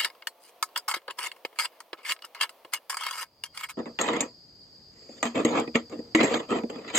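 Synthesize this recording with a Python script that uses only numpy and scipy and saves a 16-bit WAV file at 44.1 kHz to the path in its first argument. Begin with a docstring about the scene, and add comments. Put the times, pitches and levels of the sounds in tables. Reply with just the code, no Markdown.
"""A steel bar clamp is screwed tight over wooden boards in an open-air workshop, from two microphone places.
Close to the screw the sliding handle clacks and rattles, thin and bright; from across the boards the wood
booms under each turn. Blows and gritty turns drive noise through resonances, and each blow rings some modes.
Behind, the open air is shaped noise: it cross-fades between the places while a throbbing cicada drone joins.
A faint far hum of wavering overtones rises and drops at the first place."""
import sys
import numpy as np
from scipy import signal
from scipy.fft import rfft, irfft, next_fast_len
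from scipy.io import wavfile
from scipy.ndimage import uniform_filter1d, map_coordinates

SR = 44100
rng = np.random.default_rng(int(sys.argv[2]) if len(sys.argv) > 2 else 0)


def persist_wave(psi):
    """Save psi, clipped to +-1, as 16-bit WAV."""
    counts = np.round(np.clip(psi, -1, 1) * 32767).astype(np.int16)
    wavfile.write(sys.argv[1], SR, np.atleast_2d(counts).T)


N = 307818

# blows of the handle: (time [s], peak before lift [dB], wood re peak [dB], treble re peak [dB],
# favoured pitch [Hz])
BLOWS = [(0.0044, -23.5, -16, -10, 2720), (0.0454, -16, -33, -22, 2260), (0.0997, -39, -12, -13, 982),
         (0.1496, -48, -17, -15, 960), (0.2218, -35.5, -27, -24.5, 2070), (0.2703, -15, -27, -9.5, 3770),
         (0.6259, -15, -17, -1.5, 1290), (0.6884, -50, -13, -15, 993), (0.7602, -17.5, -41, -13, 1390),
         (0.7748, -24.5, -39, 3.5, 1430), (0.8792, -27, -33, -7, 1330), (0.8919, -24.5, -29, -5, 937),
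         (0.9124, -20.5, -31, -7, 1300), (0.9389, -21.5, -31, -19, 934), (0.9644, -34.5, 5, -14.5, 918),
         (1.017, -52, -14, -12, 3600), (1.0793, -29, 2.5, -15, 910), (1.1073, -24, -32, -12, 2900),
         (1.1889, -20.5, -33, -11.5, 2430), (1.229, -28, -31, -1, 1310), (1.2509, -31, -32, -19, 2030),
         (1.3156, -32.5, -29, -9.5, 2140), (1.3627, -46.5, -4, -7, 915), (1.4494, -20.5, -1.5, -15, 2130),
         (1.5279, -46, 1.5, -15.5, 942), (1.5594, -46.5, -9.5, -9, 985), (1.5873, -18, -39, -7, 2720),
         (1.596, -18, -37, -11.5, 1290), (1.6552, -21.5, -43, -22, 2130), (1.8028, -34.5, -37, -5, 939),
         (1.93, -22.5, -0.5, -18.5, 1050), (1.9724, -51, -12, -24.5, 2130), (2.0494, -31, -28, -24, 2850),
         (2.0622, -32, -30, -16, 2830), (2.0941, -21.5, -36, -12, 2840), (2.1198, -17, -34, -6.5, 2880),
         (2.163, -38, -14, -22, 2030), (2.1897, -43, -17, -18, 2160), (2.2211, -33.5, -35, -12.5, 3010),
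         (2.2488, -35.5, -30, 0, 2230), (2.3473, -30.5, -42, -6.5, 2220), (2.4098, -16.5, -34, -10, 2210),
         (2.4925, -34.5, -18, -3, 1390), (2.648, -36, 1.5, -14.5, 1060), (2.735, -14, -43, -2.5, 2130),
         (2.9043, -23.5, -33, -5.5, 2200), (2.9273, -27.5, -36, -12, 1080),
         (2.9428, -29.5, -24, -1.5, 1130), (2.9691, -24, -33, -0.5, 937), (3.0088, -27, -19, -4, 1110),
         (3.035, -24, -31, -5, 2220), (3.0644, -21, -42, -4.5, 991), (3.1094, -24.5, -32, -2.5, 1110),
         (3.1534, -33, -33, -3, 964), (3.4363, -20, -24.5, -7.5, 4620), (3.5741, -27, -37, -3, 2220),
         (3.6348, -31, -35, -17, 2240), (3.693, -44, -35, -16, 1130), (3.7697, -48, 24.5, -25, 312),
         (3.789, -35, 1, -27, 464), (3.8566, -39.5, -2, -19, 291), (3.9879, -16.5, -15, -29, 1820),
         (4.0115, -19, -10, 2.5, 312), (4.0859, -17, -31.5, -27, 476), (4.1032, -37, 11.5, -16, 455),
         (4.132, -35, 2, 4.5, 476), (4.1639, -26, -9, -7, 493), (4.2058, -25, -6, 12, 740),
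         (5.0264, -59, -4, -13.5, 217), (5.0905, -48, 20, -13, 234), (5.2274, -13, -8, -6, 1270),
         (5.2529, -20.5, -9, -8, 235), (5.3567, -30, -5, -3, 517), (5.3774, -29.5, 2, -6, 318),
         (5.4484, -17.5, 9, -1, 240), (5.5893, -24.5, -14, -13, 261), (5.5974, -29, -6, 3.5, 304),
         (5.6755, -34.5, 16.5, -16, 283), (5.7538, -13.5, 3.5, -18, 263), (5.8963, -44.5, 9, 0, 240),
         (5.9907, -48.5, 28.5, -13, 250), (6.1483, -10, -9, -24, 330), (6.2033, -21, -7, -27, 275),
         (6.2332, -27, 7, -24, 312), (6.2423, -19, 5, -7, 307), (6.2827, -28.5, -7, -23, 468),
         (6.3096, -37.5, 28, -16, 312), (6.3406, -18.5, 6, -10, 307), (6.3997, -31, 11.5, -15, 382),
         (6.495, -37, -11, -20, 237), (6.5104, -35, 11, -14, 484), (6.5859, -27.5, -5.5, -19, 476),
         (6.6342, -35.5, 23, -18, 498), (6.6985, -29, 8, -8.5, 514), (6.7574, -37, 9, -10, 248),
         (6.847, -36.5, -6, -21, 218), (6.8844, -38, -20, -16, 423), (6.8994, -29, -16, -15, 430),
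         (6.9488, -26.5, -20, -11, 1940)]
# turns of the screw grinding in its nut: (start [s], length [s], first level [dB], last level [dB],
# wood re level [dB], lower steel re level [dB], treble re level [dB])
TURNS = [(0.0, 0.037, -26.5, -29.5, -23, -6.5, -8), (0.046, 0.006, -23, -23.5, -20, -1.5, -7.5),
         (0.4, .038, -78, -62.5, -11, -8, 7.5), (0.438, 0.056, -60, -58, -17, -7, 2),
         (0.748, 0.014, -65, -38, -12, -.3, -14), (0.76, 0.013, -23, -31.5, -22, -6.5, -10),
         (0.882, 0.04, -33, -41, -34, 5.5, 1.5), (0.94, 0.028, -26, -36.5, -20, -1, -7),
         (1.08, .012, -42, -51, 5, 9, -27), (1.1, 0.0072, -40, -38.5, -10, 0, -19),
         (1.172, .014, -61, -48, -15, 3, -4.5), (1.186, 0.085, -34, -32, -19.5, -1.5, -7),
         (1.314, 0.033, -63, -73, -6, 0, -11), (1.555, .03, -67, -51, -13.5, -3.5, -7),
         (1.588, 0.067, -23, -35, -26, -3, -4.5), (1.72, 0.0635, -63.5, -65.5, -12, -9, -13.5),
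         (1.978, 0.074, -51.5, -66, -3, 2, -14), (2.03, .02, -57, -45.5, -13.5, -3, -10.5),
         (2.05, 0.064, -42.5, -24, -23, -4.5, -6), (2.225, 0.019, -78, -41, -11.5, 4, -20),
         (2.35, 0.054, -42.5, -52, -27, -1.5, -19), (2.392, 0.014, -53.5, -34, -33.5, 0, -14),
         (2.41, 0.029, -24.5, -26, -25, -5, -8.5), (2.722, 0.0094, -54, -37, -21, 2.5, -7.5),
         (2.733, 0.012, -31.5, -23.5, -29, -4.5, -8), (2.897, 0.074, -32, -59, -24, 2, -2),
         (2.97, 0.12, -44, -33.5, -30, 0, -8), (3.09, 0.14, -45.5, -37.5, -22.5, -0.5, -3),
         (3.44, 0.02, -52, -47.5, -21, -3, -3), (3.53, .02, -74, -50, -25, -1, -7.5),
         (3.55, 0.1, -47, -40.5, -31, -.7, -3.5), (3.688, .014, -44, -38.5, -42, 0, -2.5),
         (3.772, 0.028, -55.5, -51.5, 21, 12.5, -25), (3.856, 0.027, -54, -58.5, 18.5, 11.5, -10),
         (3.99, 0.094, -32, -36.5, 0.5, 3.5, -9), (4.08, .12, -35.5, -41, 8, 4.5, -15),
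         (4.206, 0.0079, -32, -36, 6.5, 4, -4), (4.93, .28, -73.5, -60, 9.5, 0, 0),
         (5.23, 0.043, -33.5, -36, -2.5, -.3, -8.5), (5.344, 0.0095, -52, -43.5, 13, 8, -10),
         (5.356, 0.049, -38, -38, 14.5, 5, -12), (5.448, 0.048, -37.5, -38.5, 10.5, 3.5, -9),
         (5.506, 0.089, -41, -32.5, 10, 6.5, -15), (5.742, 0.0081, -56, -30.5, 3, -1.5, -17),
         (5.755, 0.024, -22.5, -48, -2, -3, -9), (5.9, 0.026, -72, -52.5, 14.5, 8.5, -6),
         (5.932, 0.2, -60, -81, 24, 9.5, -8), (6.15, 0.016, -25.5, -34.5, -3, -7, -6.5),
         (6.18, 0.032, -39, -24, 3.5, 3, -16.5), (6.23, 0.049, -23, -39, 7, -1.5, -8),
         (6.28, .078, -39.5, -33, 6.5, 3, -9.5), (6.39, 0.055, -44, -54, 5, 4, -16),
         (6.485, 0.021, -58.5, -38, 13, 5, -9.5), (6.514, 0.063, -38.5, -41.5, 14, 7.5, -13.5),
         (6.695, 0.12, -51, -57, 14.5, 6, -13), (6.81, .065, -58, -54, 10.5, 3, -14),
         (6.878, 0.027, -41.5, -43, -3, -11, -16), (6.928, 0.021, -48.5, -26.5, -2, -0.5, -10),
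         (6.951, 0.032, -26, -23, -10, -5.5, -2.5)]
# broad colour of clamp and boards at each place: (frequency [Hz], relative density [dB per Hz])
NEAR_COLOUR = [(59, -84), (100, -38), (681, -18.5), (958, -1.5), (1440, -4.5), (2200, -7.5), (2400, -9.5),
               (3670, -15.5), (4840, -7), (5870, -21), (8430, -15), (14700, -31), (16300, -40)]
FAR_COLOUR = [(24, -64), (40, -39), (306, -1.5), (358, -6.5), (458, -3), (613, -9.5), (1310, -9.5),
              (1530, -20.5), (1920, -13.5), (4300, -29), (5740, -33.5), (7510, -26.5), (8100, -35),
              (8500, -27.5), (12000, -44.5), (14500, -45), (16000, -75.5)]
# resonances of clamp and boards at each place: (frequency [Hz], width [Hz], lift [dB])
NEAR_MODES = [(350, 130, 11.5), (524, 130, 9.5), (955, 59, 3), (1064, 54, 5), (1287, 84, 9), (1694, 180, 5),
              (2177, 110, 10), (2887, 220, 10.5), (3230, 130, 7.5), (3500, 110, 2.5), (4330, 32, -8),
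              (4840, 91, 2), (8340, 520, -1), (13700, 320, 13)]
FAR_MODES = [(235.7, 26, 7.9), (320, 32, 2.43), (470.6, 13, 3.85), (540, 50, 1.5), (662, 30, 2.8),
             (982, 29, 3.4), (1200, 110, 1.9), (1937, 95, 2.4), (2470, 84, 3.4), (3160, 50, 5.3),
             (4000, 40, 2.6), (6340, 96, 6.6), (6670, 160, 12.5), (7400, 230, 11)]
# likeness of the left and right channels at each place: (frequency [Hz], likeness [-1 to 1])
NEAR_ALIKE = [(60, 0.8), (120, 0.76), (240, 0.81), (480, 0.95), (950, 0.83), (1890, 0.84), (3770, 0.33),
              (7520, 0.4), (15000, 0.15)]
FAR_ALIKE = [(60, 0.82), (120, 0.94), (240, 0.96), (480, 0.83), (950, 0.18), (1890, 0.34), (3770, -0.2),
             (7520, 0.93), (15000, -0.04)]
# gaps in the treble heard from the far place: (frequency [Hz], gain [dB])
TREBLE_GAPS = [(5150, 3), (5300, -7), (5650, -1), (5800, 3), (8300, 2.5), (8900, -29.5), (11300, -53.5),
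               (11700, -3)]
# pings of the loose handle: (time [s], peak before lift [dB], favoured pitch [Hz])
PINGS = [(1.282, -51, 3605.5), (3.452, -56, 3200)]
# resonances of the loose handle: (frequency [Hz], width [Hz], lift [dB])
HANDLE_MODES = [(3200, 16, 0), (3600, 26, 0)]
# cross-fade of the surroundings: (time [s], near air level [dB], far air level [dB], cicada level [dB])
FADE = [(0, -58, -100, -100), (1.5, -61, -100, -100), (2.8, -62, -92.5, -85), (3.25, -65.5, -73, -68),
        (3.7, -73, -65.5, -61), (3.8, -100, -61, -58), (4.6, -100, -61.5, -56), (5.5, -100, -56.5, -56.5),
        (7, -100, -59, -57)]
# spectrum of the open air at each place: (frequency [Hz], relative density [dB per Hz])
NEAR_AIR = [(24, -71), (40, -31.5), (124, -34), (483, -8), (669, -7), (759, -11.5), (1050, -11),
            (1500, -22.5), (2180, -21), (3350, -23), (3800, -26.5), (4200, -25), (7490, -35.5),
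            (14400, -27), (16300, -29)]
FAR_AIR = [(15, -45.5), (25, -13), (120, 0.9), (489, -9), (1470, -22), (1940, -22.5), (2790, -27.5),
           (4000, -22), (6700, -22.5), (8500, -27), (12000, -30.5), (14000, -26), (16000, -51.5)]
# spectrum of the cicada chorus: (frequency [Hz], relative density [dB per Hz])
CICADAS = [(2500, -64), (4250, -18), (4300, -27), (4330, -3.5), (4850, 8.5), (5070, 1.5), (5240, -13.5),
           (5300, -27), (6890, -41.5), (11700, -120)]
# course of the far hum: (time [s], pitch [Hz], level [dB])
HUM = [(.1, 173, -85), (.3, 174, -67), (.6, 177, -72), (.8, 181, -72), (1.4, 184, -73), (1.5, 164, -76),
       (1.8, 164, -69), (2.4, 163, -75), (2.9, 164, -85)]
# overtones of the far hum: (multiple of the pitch, level re hum [dB])
HUM_TONES = [(2, -14), (3, -1.5), (4, 3), (5, -3), (6, -12)]

CUT_S = 3.75  # blows and turns after this are heard from the far place
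LOWER_DB_PER_OCTAVE = -4.5  # the lower steel range weakens as a blow favours modes above 1 kHz
BITE_DB_PER_S = 15000  # how fast a turn sets in
TOP_HZ = 16489  # band limit of the recorder


def near_clamp():
    """The clamp from beside the screw: the steel is bright and the left channel slightly stronger."""
    force = contact(False, lift_db=-9.5, crack_db=8.0, grit_db=2.0, lives=[.04, .042, .052, .065],
                    rise=0.001, lower_db=1.1, release=[900, 700, 900, 900])
    noisy = clamp(force, lambda hz: along(NEAR_COLOUR, hz), NEAR_MODES, NEAR_ALIKE,
                  edges_hz=[650, 1700, 5000], same=0.31, lead=1.4, patchy_db=5,
                  drive_db=[0.095, 0.11, 0.1, 0.17])
    rings = ringing(at_place(BLOWS, False), NEAR_MODES, ring_db=-9, reach_db=22.5, linger=1.0)
    return amp([[.6], [-.6]]) * (noisy + rings)


def far_clamp():
    """The clamp from across the boards: the wood booms and its modes ring longer for their width."""
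    force = contact(True, lift_db=-8.0, crack_db=-2.0, grit_db=1.2, lives=[0.038, 0.086, .08, .043],
                    rise=0.0008, lower_db=-0.1, release=[403, 308, 360, 375])
    noisy = clamp(force, lambda hz: along(FAR_COLOUR, hz) + along(TREBLE_GAPS, hz), FAR_MODES, FAR_ALIKE,
                  edges_hz=[600, 1500, 5300], same=0.29, lead=0, patchy_db=4.5,
                  drive_db=[0.5, 0.075, 0.092, 1.7])
    rings = ringing(at_place(BLOWS, True), FAR_MODES, ring_db=-13.5, reach_db=24.0, linger=3.04)
    return amp([[.3], [-.3]]) * (noisy + rings)


def contact(late, lift_db, crack_db, grit_db, lives, rise, lower_db, release):
    """Force envelopes at one place for upper steel, wood, lower steel and treble: blows plus gritty turns.
    lives: t60 [s] of a blow in each range; rise: onset time constant [s];
    release: how fast each range dies after a turn [dB per s]."""
    force, t = np.zeros((4, N + SR)), np.arange(SR // 5) / SR
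    for start, db, wood_db, treble_db, favoured_hz in at_place(BLOWS, late):
        octaves = np.log2(max(favoured_hz / 1000, 1))
        parts_db = np.array([0, wood_db, lower_db + LOWER_DB_PER_OCTAVE * octaves, treble_db])
        body_fall = amp(-60 * t / np.array(lives)[:, None])
        crack = amp(crack_db - 60 * t / 0.013)  # the first instant of metal on metal
        fall = (body_fall + crack) * (1 - np.exp(-t / rise))
        force[:, round(start * SR):][:, :len(t)] += amp(db + lift_db + parts_db[:, None]) * fall

    grit = amp(grit_db * (wobble(500) + 1.1 * wobble(90)))  # thread burrs catch and let go
    grit /= np.sqrt(np.mean(grit ** 2))
    for start, length, first_db, last_db, *parts_db in at_place(TURNS, late):
        first = max(0, round(start * SR) - SR // 20)
        last = min(N, round((start + length) * SR) + SR // 4)
        n = np.arange(first, last)
        since = n / SR - start
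        level_db = np.interp(since, [0, length], [first_db, last_db])
        level_db = level_db + BITE_DB_PER_S * np.minimum(since, 0)
        level_db = level_db - np.outer(release, np.maximum(since - length, 0))
        grinding = amp(level_db + np.array([0, *parts_db])[:, None]) * grit[n]
        force[:, n] = np.hypot(force[:, n], grinding)
    return force[:, :N]


def clamp(force, colour, modes, alike, edges_hz, same, lead, patchy_db, drive_db):
    """Each force drives noise through its own range of the resonant clamp and boards.
    same: share of the side noise power that is an echo of the direct noise."""
    def body(hz):
        resonances = sum(db / (1 + (2 * (hz - centre) / width) ** 2) for centre, width, db in modes)
        return amp(colour(hz) + resonances)

    def above(hz, edge):
        return 1 / np.sqrt(1 + (edge / (hz + 1)) ** 8)

    def below(hz, edge):
        return np.sqrt(1 - above(hz, edge) ** 2)

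    wood, lower, upper = edges_hz
    ranges = (lambda hz: body(hz) * above(hz, lower) * below(hz, upper),  # upper steel
              lambda hz: body(hz) * below(hz, wood),
              lambda hz: body(hz) * above(hz, wood) * below(hz, lower),  # lower steel
              lambda hz: body(hz) * above(hz, upper))  # treble
    direct, scattered = shifting(patchy_db)
    # several ms of reflections off boards and ground
    bounce = rng.standard_normal(600) * amp(-np.arange(600) * 0.036)
    echo = signal.fftconvolve(direct, bounce / np.linalg.norm(bounce))[:N]
    share = np.clip(same, 0, 1)
    side = np.sqrt(share) * echo + np.sqrt(1 - share) * scattered
    noise = np.array([direct, side])
    driven = amp(drive_db)[:, None, None] * force[:, None] * noise
    return heard(driven, ranges, alike, lead)


def shifting(patchy_db):
    """Two noises whose colour shifts in patches as the point of contact wanders."""
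    z = signal.stft(rng.standard_normal((2, N)), nperseg=512)[2]
    field = uniform_filter1d(rng.standard_normal(z.shape[1:]), size=3, axis=0)
    field = uniform_filter1d(field, size=6, axis=1)
    depth = np.minimum(np.arange(len(field)) / 25, 1)[:, None]  # the boards' low tones shift least
    patches = amp(patchy_db * depth * field / field.std())
    noise = signal.istft(z * patches, nperseg=512)[1][:, :N]
    return noise / noise.std()


def ringing(blows, modes, ring_db, reach_db, linger):
    """Each blow rings the modes nearest the pitch that its point of contact favours.
    reach_db: loss per octave away from that pitch; linger: stretch of the decay that a mode's width sets."""
    out, t = np.zeros((2, N + SR)), np.arange(SR // 8) / SR
    hz, width, lift_db = np.transpose(modes)[:, :, None]
    chances = rng.standard_normal((len(blows), 3, len(modes), 1))
    for (start, db, *_, favoured_hz), chance in zip(blows, chances):
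        mode_db = db + ring_db + 0.65 * lift_db - reach_db * abs(np.log2(hz / favoured_hz))
        gain = amp(mode_db + 3.1 * chance[0] - 27 * width * t / linger)
        for channel in range(2):  # higher modes reach the two channels with more unlike phase
            phase = 2 * np.pi * hz * t + chance[1 + channel] * np.minimum(hz / 3300, 2)
            tones = np.sum(gain * np.sin(phase), axis=0)
            out[channel, round(start * SR):][:len(t)] += tones * np.minimum(t / 0.0019, 1)
    return out[:, :N]


def at_place(rows, late):
    """The rows heard from the near place, or from the far place if late."""
    return [row for row in rows if (row[0] > CUT_S) == late]


def handle():
    """Two faint pings of the free steel handle, ringing in its narrow modes."""
    return ringing(PINGS, HANDLE_MODES, ring_db=8, reach_db=150, linger=0.97)


def outdoors():
    """The air at both places and the cicada chorus, which throbs unevenly, all as shaped noise."""
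    near_db, far_db, chorus_db = curves(FADE)
    near = amp(near_db + 1.74 * wobble(4.0)) * rush(NEAR_ALIKE, NEAR_AIR)
    far = amp(far_db + 1.3 * wobble(4.53)) * rush(FAR_ALIKE, FAR_AIR, TREBLE_GAPS)
    throb_db = 1.5 * wobble(30) + 0.57 * wobble(5.9)
    balance_db = np.array([[.6], [-.6]])
    chorus = amp(chorus_db + throb_db + balance_db) * rush([(4800, 0.17)], CICADAS, TREBLE_GAPS)
    return near + far + chorus


def rush(alike, *spectra):
    """Steady stereo noise whose spectrum is the sum of the given dB curves."""
    def gain(hz):
        return amp(sum(along(part, hz) for part in spectra))
    return heard([rng.standard_normal((2, N))], [gain], alike)


def hum():
    """A few overtones of a wavering far tone, alike in both channels."""
    hz, db = curves(HUM)
    cycles = np.cumsum(hz * (1 + .006 * wobble(30))) / SR
    tones = sum(amp(level_db + 3 * wobble(14)) * np.sin(2 * np.pi * multiple * cycles)
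                for multiple, level_db in HUM_TONES)
    return amp(db) * tones * (np.arange(N) < HUM[-1][0] * SR)


def heard(pairs, gains, alike, lead=0):
    """Mid and side noises, coloured by their gains, mixed to left and right; left leads by lead samples."""
    m = next_fast_len(N + 16384)
    hz = np.fft.rfftfreq(m, 1 / SR)
    angle = np.arccos(np.clip(along(alike, hz), -.5, 1)) / 2  # the less alike, the more side
    coloured = sum(rfft(pair, m) * rfft(causal(gain), m) for pair, gain in zip(pairs, gains))
    mid, side = coloured * [np.ones_like(angle), np.tan(angle)]
    shift = np.exp(1j * np.pi * hz * lead / SR)
    return irfft([(mid + side) * shift, (mid - side) / shift], m)[:, :N]


def causal(gain):
    """The minimum-phase impulse response of unit energy for a gain curve of frequency."""
    g = gain(np.fft.rfftfreq(16384, 1 / SR))
    cepstrum = irfft(np.log(np.maximum(g / np.sqrt(np.mean(g ** 2)), 1e-6)))
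    cepstrum[1:len(g) - 1] *= 2  # fold the negative times onto the positive
    cepstrum[len(g):] = 0
    return irfft(np.exp(rfft(cepstrum)))


def amp(db):
    """Amplitude of a level in dB."""
    return 10 ** (np.asarray(db) / 20)


def along(points, hz):
    """(frequency [Hz], value) points read on a log frequency axis."""
    f, v = np.transpose(points)
    return np.interp(np.log(hz + 1), np.log(f + 1), v)


def curves(rows):
    """One value per sample for each column after the time."""
    times, *columns = np.transpose(rows)
    return [np.interp(np.arange(N) / SR, times, column) for column in columns]


def wobble(rate):
    """A smooth random curve, rate knots a second."""
    knots = rng.standard_normal(int(N * rate / SR) + 4)
    return map_coordinates(knots, [np.arange(N) * rate / SR])


def scene():
    """The clamp from both places, with its handle and surroundings."""
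    return near_clamp() + far_clamp() + handle() + outdoors() + hum()


def record(dry):
    """The loudest peaks saturate softly; the recorder keeps nothing above its band limit."""
    held = dry / (1 + abs(dry / .45) ** 4) ** (1 / 4)
    return irfft(rfft(held) * (np.fft.rfftfreq(N, 1 / SR) < TOP_HZ), N)


dry = scene()
out = record(dry)
persist_wave(out)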